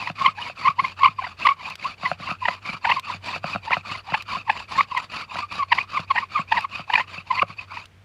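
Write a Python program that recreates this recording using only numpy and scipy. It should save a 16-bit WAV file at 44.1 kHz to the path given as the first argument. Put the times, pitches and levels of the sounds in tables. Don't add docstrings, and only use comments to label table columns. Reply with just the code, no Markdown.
import sys
import numpy as np
from scipy import signal
from scipy.fft import rfft, irfft
from scipy.io import wavfile
from scipy.ndimage import uniform_filter1d, minimum_filter1d

SR = 44100
rng = np.random.default_rng(int(sys.argv[2]) if len(sys.argv) > 2 else 0)


def to_wav(s):
    ch = np.atleast_2d(s).T
    pcm = np.round(np.clip(ch, -1, 1) * 32767)
    wavfile.write(sys.argv[1], SR, pcm.astype(np.int16))


N = 354606
TIME = np.arange(N) / SR

# (start [s], grinding level [dB])
BOW_STROKES = [(-0.04, -43.5), (0.142, -41.5), (0.338, -43), (0.545, -41.5), (0.748, -46.5), (0.955, -43.5),
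               (1.147, -50), (1.362, -42), (1.558, -45), (1.769, -43.5), (1.965, -43.5), (2.171, -43.5),
               (2.378, -44.5), (2.604, -44), (2.803, -40), (3.014, -43.5), (3.203, -40.5), (3.411, -43.5),
               (3.61, -43), (3.826, -41), (4.028, -44), (4.246, -43), (4.442, -44.5), (4.672, -38.5),
               (4.863, -44.5), (5.085, -42), (5.272, -43), (5.476, -43.5), (5.671, -43.5), (5.864, -44),
               (6.065, -45.5), (6.281, -44.5), (6.463, -42.5), (6.674, -45.5), (6.862, -43), (7.058, -47.5),
               (7.242, -45), (7.46, -49), (7.552, -52.5), (7.665, -49.5)]
# (middle [s], level [dB], length [s], rough pitch [Hz], overtones before trim [dB])
GRIPPING_SQUEAKS = [(0.075, -23.5, 0.0041, 1035, 5), (0.219, -18, .016, 1075, -21.5),
                    (0.251, -15, .011, 1158, -8.5), (0.263, -9.5, 0.0097, 1036, -4.5),
                    (0.279, -17.5, .023, 1099, -8.5), (0.404, -34, .026, 971, -8),
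                    (0.661, -14.5, 0.016, 1074, -9), (0.675, -13.5, .01, 1022, -8),
                    (0.683, -10, .011, 1133, -7.5), (0.707, -23.5, .018, 1135, -18),
                    (0.798, -15.5, 0.016, 1025, -3.5), (0.849, -18, .013, 1050, -4.5),
                    (1.019, -20, .017, 1105, -15.5), (1.035, -5.5, 0.0045, 1079, -9),
                    (1.047, -9.5, 0.018, 1110, -5), (1.061, -9.5, .009, 1067, -5),
                    (1.078, -18.5, 0.017, 1097, -7), (1.194, -19.5, .011, 1045, -15.5),
                    (1.225, -33, .012, 787, -2), (1.248, -30, 0.013, 986, 2.5), (1.272, -35, .012, 774, -1),
                    (1.459, -12.5, 0.012, 1159, -8), (1.471, -10.5, 0.0092, 1030, 1),
                    (1.492, -12.5, .013, 1107, -6.5), (1.515, -18, .018, 1105, -14),
                    (1.858, -21.5, .017, 1074, -25), (2.063, -21.5, 0.026, 1042, -2),
                    (2.279, -30.5, .016, 1077, -3), (2.429, -23.5, .015, 1006, -30),
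                    (2.458, -18.5, .01, 915, -0.5), (2.485, -21, 0.012, 942, 2),
                    (2.511, -27.5, 0.0085, 1023, -7.5), (2.853, -19, .012, 903.4, -0.5),
                    (2.875, -20, .013, 933, -13.5), (2.901, -18, .02, 983, 1.5),
                    (2.922, -19, 0.0093, 1074, 2), (2.972, -21, .014, 1070, -10),
                    (2.987, -25, .013, 1085, -11), (3.103, -22, .007, 1009, -9.5),
                    (3.683, -26, .013, 898.6, -10), (3.72, -21.5, 0.015, 991, 0.5),
                    (3.738, -19.5, 0.018, 952, 2.5), (4.089, -34, .016, 816.4, -18),
                    (4.146, -19.5, .015, 928, 2), (4.334, -26, .014, 1060, -16),
                    (4.357, -23, .012, 1071, -25.5), (4.485, -28.5, .02, 922, -9),
                    (4.501, -12, .009, 934, -2), (4.793, -12, 0.019, 1129, -12),
                    (4.81, -10.5, .007, 1138, -6), (4.923, -24, .012, 1027, -16.5),
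                    (4.951, -19, 0.0041, 1028, -20), (4.976, -19.5, 0.019, 1005, 0),
                    (5.436, -27, 0.023, 1185, -25.5), (5.607, -19.5, .024, 1150, -17.5),
                    (5.63, -17.5, 0.013, 1078, -7.5), (5.726, -12.5, .012, 955, 3.5),
                    (5.787, -22, .011, 1031, 3), (5.959, -26, .028, 1205, -7),
                    (5.975, -16.5, .012, 1102, -9.5), (6.112, -13.5, .013, 1073, -1.5),
                    (6.165, -24.5, .022, 969, .5), (6.186, -23.5, .014, 959, 2),
                    (6.233, -27, .017, 1125, -13.5), (6.362, -17.5, .015, 1210, -9),
                    (6.38, -21.5, 0.021, 1060, -6), (6.402, -22.5, 0.0098, 1125, -10.5),
                    (6.524, -14.5, .011, 893, 1.5), (6.545, -23.5, .011, 970, -19),
                    (6.579, -20, 0.023, 950, 0.5), (6.65, -20.5, .01, 1142, -7.5),
                    (6.903, -20.5, 0.0069, 871, -3.5), (6.94, -17, 0.0093, 936, 5),
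                    (6.956, -22, .011, 990, 4.5), (6.983, -22.5, 0.013, 858.4, 1),
                    (7.007, -23.5, .018, 1000, 2.5), (7.313, -14, 0.011, 1028, -7.5),
                    (7.334, -27, .022, 937, -16), (7.386, -23.5, 0.029, 1030, 0),
                    (7.423, -10.5, 0.0084, 1153, -5.5), (7.774, -27.5, 0.0061, 952, -10)]
# (middle [s], level [dB], length at half height [s], pitch [Hz])
UPPER_SQUEALS = [(0.265, -19, .0066, 3080), (0.425, -29, .012, 2930), (1.059, -19, .007, 3040),
                 (1.43, -29.5, .014, 2614), (1.659, -28, .012, 2500), (2.061, -17, 0.0083, 2000),
                 (2.917, -15.5, 0.0068, 2720), (3.346, -28, .016, 2600), (3.537, -24.5, .011, 2500),
                 (3.732, -14.5, .0056, 2500), (5.813, -25, .016, 2470), (6.181, -19, .014, 1850),
                 (6.958, -9, .0051, 2355), (7.185, -29.5, .012, 2600), (7.397, -11.5, 0.0019, 2350),
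                 (7.593, -27.5, .013, 2530)]
# (time [s], clack [dB], thud [dB])
SPINDLE_KNOCKS = [(0.1, -21, -24.5), (0.275, -36, -27), (0.498, -23.5, -49), (0.685, -43, -24.5),
                  (0.821, -37, -29), (1.084, -42, -27), (2.033, -24.5, -26), (2.115, -13, -28),
                  (2.2, -32, -28), (2.289, -23, -28.5), (2.313, -22, -25), (2.484, -11, -31),
                  (2.691, -26, -26), (2.74, -37, -28.5), (2.896, -26, -34), (3.143, -34.5, -27),
                  (3.361, -21, -29), (3.442, -16.5, -22), (3.549, -23.5, -21), (3.559, -17, -21),
                  (3.707, -18.5, -29.5), (3.768, -16, -25.5), (4.121, -23.5, -23.5), (4.368, -28, -26),
                  (4.552, -39, -45), (5.356, -23, -35), (5.993, -25, -20.5), (6.391, -21.5, -20.5),
                  (6.554, -29, -30), (6.794, -27, -27.5), (6.997, -21, -39), (7.178, -32.5, -29.5),
                  (7.428, -15, -25), (7.495, -40, -31.5)]
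# (time [s], starting level [dB])
DRY_TICKS = [(1.701, -32.5), (1.755, -31), (2.996, -27), (4.223, -32), (4.976, -29), (6.607, -32.5),
             (7.856, -38.5)]
# (centre [Hz], nominal width [Hz], relative level [dB])
WOOD_RESONANCES = [(1105, 241, -2), (2510, 227, -2.5), (2770, 330, -11), (3670, 230, -18.5),
                   (4560, 230, -14.5), (7170, 570, -29.5), (9860, 450, -35)]
# (frequency [Hz], relative level [dB], time to fall 60 dB [s])
BOARD_MODES = [(558, -8.5, 0.034), (720, -3, 0.034), (1307, 3.5, 0.013), (1574, 1.5, 0.0055),
               (2720, -7, 0.016)]
# (frequency [Hz], relative level [dB], time to fall 60 dB [s])
SOIL_MODES = [(104, -13, 0.11), (160.2, -5, 0.083), (209.6, -4, 0.037), (306, -9.5, 0.028)]
# (frequency [Hz], relative level [dB])
GRIND_SPECTRUM = [(25, -15), (50, 0.5), (190, 5.5), (400, -3.5), (700, 5), (1100, -3), (1600, 4.5),
                  (2600, 1.5), (3400, -0.5), (4600, 0), (5600, -10.5), (7200, -19), (8600, -28),
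                  (10000, -27), (12000, -38), (15500, -37)]
# (frequency [Hz], relative level [dB])
AIR_SPECTRUM = [(25, -23), (55, 1), (130, 0), (200, -2), (280, -11), (500, -11), (1100, -15), (2400, -14),
                (4500, -25), (9000, -35), (15000, -42)]
# (frequency [Hz], relative level [dB])
OVERTONE_RADIATION = [(1500, 1), (1900, -0.5), (2400, 0), (2800, -9.5), (3300, -19), (4500, -20),
                      (5300, -34.5), (7000, -51)]
# (frequency [Hz], relative level [dB])
TICK_SPECTRUM = [(300, -12), (1500, -3), (4000, 0), (7000, -13), (15000, -26)]

STOP_S = 7.877
PULL_FASTEST, PUSH_FASTEST = 0.53, 0.45
USUAL_GRIND_DB = -43
PULL_RING_DB, PUSH_RING_DB, RING_FOLLOWS = -37, -37.5, 0.82
PULL_GLIDE_HZ, PUSH_GLIDE_HZ, GLIDE_SPREAD_HZ = -34.5, 70.7, 90
CHIRP_OVER_GRIND_DB, CHIRP_SPREAD_DB, CHIRP_OVERTONES_DB = 7.0, 1.5, -3.0
CHIRP_LENGTH_S, CHIRP_REACH = .016, .27
PULL_CHIRP_HZ, PUSH_CHIRP_HZ = 1001, 1089.6
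CHIRP_CLIMB_HZ, CHIRP_SCATTER_HZ = 199.8, 59.95
AIR_DB, HUM_HZ, HUM_DB = -56, 95.6, -52.5
CUTOFF_HZ = 15500


def from_db(db):
    return 10 ** (np.asarray(db) / 20)


def rms_one(x):
    return x / np.sqrt(np.mean(x ** 2) + 1e-20)


def drift(rate):
    r = np.exp(-2 * np.pi * rate / SR)
    noise = rng.standard_normal(N + SR)
    return rms_one(signal.lfilter([1], [1, -2 * r, r * r], noise)[SR:])


def coloured(x, spectrum):
    hz, db = np.transpose(spectrum)
    bins = np.maximum(np.fft.rfftfreq(N, 1 / SR), 1)
    gain = from_db(np.interp(np.log(bins), np.log(hz), db))
    return rms_one(irfft(rfft(x) * gain, N))


def resonate(x, hz, width_hz):
    turn = np.exp(2j * np.pi * np.cumsum(hz * np.ones(N)) / SR)
    r = np.exp(-np.pi * width_hz * np.pi / 2 / SR)
    return rms_one((turn * signal.lfilter([1], [1, -2 * r, r * r], x / turn)).real)


def swell(middle, length):
    first = max(int((middle - 2 * length) * SR), 0)
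    last = min(int((middle + 2 * length) * SR), N)
    at = np.arange(first, last)
    u = (TIME[at] - middle) / length
    return at, u, 2 ** -(2 * u) ** 2


def grains(per_s, spread_db):
    sizes = from_db(spread_db * np.minimum(rng.exponential(1, N), 4)) * rng.choice([-1, 1], N)
    return sizes * (rng.random(N) < per_s / SR)


def strokes():
    ends = [start for start, _ in BOW_STROKES[1:]] + [STOP_S]
    rows = []
    for k, ((start, db), end) in enumerate(zip(BOW_STROKES, ends)):
        rows.append((start, end, db, k % 2 == 1))
    return rows


def grinding(grit_db=5.0, grit_flutter_db=2.5, ring_flutter_db=2.0, push_bend=-0.1, pull_rise=0.13,
             wander=0.038, crackle_db=-7.0, catch_db=4.0):
    grit, ring, bend = np.zeros(N), np.zeros(N), np.zeros(N)
    for start, end, db, push in strokes():
        fastest = start + (end - start) * (PUSH_FASTEST if push else PULL_FASTEST)
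        wood_db = (PUSH_RING_DB if push else PULL_RING_DB) + RING_FOLLOWS * (db - USUAL_GRIND_DB)
        at = (TIME > start) & (TIME < end)
        progress = np.interp(TIME[at], [start, fastest, end], [0, .5, 1])
        speed = np.abs(np.sin(np.pi * progress))
        grit[at] += from_db(db) * speed ** 1.4
        ring[at] += from_db(wood_db) * speed ** 1.3
        bend[at] = push_bend * (speed - 1.5) if push else pull_rise * (progress - .7)
    slips, grip = grains(per_s=13000, spread_db=1.5), drift(49)
    crackle = from_db(crackle_db) * coloured(grains(per_s=550, spread_db=2.5), GRIND_SPECTRUM)
    rasp = (coloured(slips, GRIND_SPECTRUM) + crackle) * from_db(grit_flutter_db * grip + grit_db)
    tones = np.zeros(N)
    for k, (hz, width, db) in enumerate(WOOD_RESONANCES):
        centre = hz * (1 + (k == 0) * bend + wander * drift(23))
        catch = from_db(db + catch_db * drift(15.4))
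        tones += catch * resonate(slips, centre, width)
    return grit * rasp + ring * tones * from_db(ring_flutter_db * grip)


def chirps(count=2):
    rows = []
    for start, end, db, push in strokes():
        for part in range(count):
            off_middle = CHIRP_REACH * (2 * (part + rng.random()) / count - 1)
            middle = start + (.5 + off_middle) * (end - start)
            level_db = db + CHIRP_OVER_GRIND_DB + CHIRP_SPREAD_DB * rng.standard_normal()
            hz = PUSH_CHIRP_HZ if push else PULL_CHIRP_HZ
            hz += CHIRP_CLIMB_HZ * off_middle + CHIRP_SCATTER_HZ * rng.standard_normal()
            rows.append((middle, level_db, CHIRP_LENGTH_S, hz, CHIRP_OVERTONES_DB))
    return rows


def glide_at(s):
    pushing = any(push and start <= s < end for start, end, _, push in strokes())
    return (PUSH_GLIDE_HZ if pushing else PULL_GLIDE_HZ) + GLIDE_SPREAD_HZ * rng.standard_normal()


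def squeaks(overtone_db=-3.0, sag=0.05, jitter=0.01311, harsh_jitter=0.0594, shimmer_db=0.9,
            harsh_shimmer_db=1.0, overtone_shimmer_db=4.0, scrape_db=-29, burr_db=-12, highest_harmonic=6):
    power, overtone_power = np.full(N, 1e-12), np.zeros(N)
    pitch = np.full(N, 1e-12 * WOOD_RESONANCES[0][0])
    for middle, db, length, hz, bright_db in list(GRIPPING_SQUEAKS) + chirps():
        at, u, height = swell(middle, length)
        share = (from_db(db) * height) ** 2
        glide = glide_at(middle) * np.clip(u, -.7, .7)
        power[at] += share
        pitch[at] += share * (hz * (1 + sag * (.8 - height)) + glide)
        overtone_power[at] += share * from_db(bright_db) ** 2 * height
    level, bright = np.sqrt(power), np.sqrt(overtone_power)
    harsh = np.minimum(bright / level, 1) ** 1.417
    unrest = (jitter + harsh_jitter * harsh) * drift(239.0)
    pitch = np.maximum(pitch / power * (1 + unrest), 1)
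    phase = 2 * np.pi * np.cumsum(pitch) / SR
    wave = level * np.sin(phase) * from_db((shimmer_db + harsh_shimmer_db * harsh) * drift(110))
    for k in range(2, highest_harmonic + 1):
        radiated_db = np.interp(k * pitch, *np.transpose(OVERTONE_RADIATION))
        strength = from_db(overtone_db + radiated_db + overtone_shimmer_db * drift(150))
        wave += bright * strength * np.cos(k * phase)
    slips = grains(per_s=9000, spread_db=7.5)
    burr = from_db(burr_db) * bright * resonate(slips, hz=2685, width_hz=600)
    scrape = from_db(scrape_db) * (.5 * level + 2 * bright) * coloured(slips, GRIND_SPECTRUM)
    return np.sqrt(2) * wave + burr + scrape


def whistles(jitter=0.034, shimmer_db=1.0):
    out, wobble, flutter = np.zeros(N), drift(300), drift(280)
    for middle, db, length, hz in UPPER_SQUEALS:
        at, _, height = swell(middle, length)
        unrest = jitter * from_db(0.16 * (db + 26.5))
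        phase = 2 * np.pi * np.cumsum(hz * (1 + unrest * wobble[at])) / SR
        out[at] += from_db(db + shimmer_db * flutter[at]) * height * np.sin(phase)
    return np.sqrt(2) * out


def strike(times, levels_db, modes, spread_db):
    out = np.zeros(N)
    for k, (hz, db, t60) in enumerate(modes):
        clicks = np.zeros(N) + 1e-18
        blow_db = levels_db + db + spread_db * rng.standard_normal(len(times))
        clicks[(times * SR).astype(int)] = from_db(blow_db)
        r, w = from_db(-60 / (t60 * SR)), 2 * np.pi * hz / SR
        ringing = signal.lfilter([0, np.sin(w)], [1, -2 * r * np.cos(w), r * r], clicks)
        out += (-1) ** k * ringing
    return out


def knocks():
    times, clack_db, thud_db = np.transpose(SPINDLE_KNOCKS)
    clacks = strike(times, clack_db, BOARD_MODES, spread_db=2.0)
    thuds = strike(times, thud_db, SOIL_MODES, spread_db=2.0)
    return signal.sosfilt(signal.butter(2, 70, "high", fs=SR, output="sos"), clacks + thuds)


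def ticks(decay_s=0.0029):
    level = np.zeros(N)
    for s, db in DRY_TICKS:
        level[int(s * SR)] = from_db(db)
    level = signal.lfilter([1], [1, -np.exp(-1 / (decay_s * SR))], level + 1e-18)
    return level * coloured(rng.standard_normal(N), TICK_SPECTRUM)


def clearing(x, echo_db=-33, t60=0.18):
    t = TIME[:SR // 2]
    tail = rng.standard_normal(len(t)) * from_db(-60 * t / t60) * (t > .008)
    tail = signal.sosfilt(signal.butter(2, 3000, fs=SR, output="sos"), tail)
    echo = signal.fftconvolve(x, tail / np.linalg.norm(tail))[:N]
    return x + from_db(echo_db) * echo


def background():
    air = from_db(AIR_DB) * coloured(rng.standard_normal(N), AIR_SPECTRUM)
    hum_phase = 2 * np.pi * np.cumsum(HUM_HZ + 3.5 * drift(6)) / SR
    hum = np.sin(hum_phase) * from_db(3.6 * drift(5))
    return air + from_db(HUM_DB) * rms_one(hum)


def scene():
    drill = grinding() + squeaks() + whistles() + knocks() + ticks()
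    return (clearing(drill) + background())[None]


def record(dry, size=88):
    room_left = np.minimum(1, .97 / (np.abs(dry) + 1e-9))
    lowest = minimum_filter1d(room_left, size, axis=-1)
    gain = uniform_filter1d(lowest, size, axis=-1)
    return signal.sosfilt(signal.ellip(10, .1, 80, CUTOFF_HZ, fs=SR, output="sos"), dry * gain)


dry = scene()
out = record(dry)
to_wav(out)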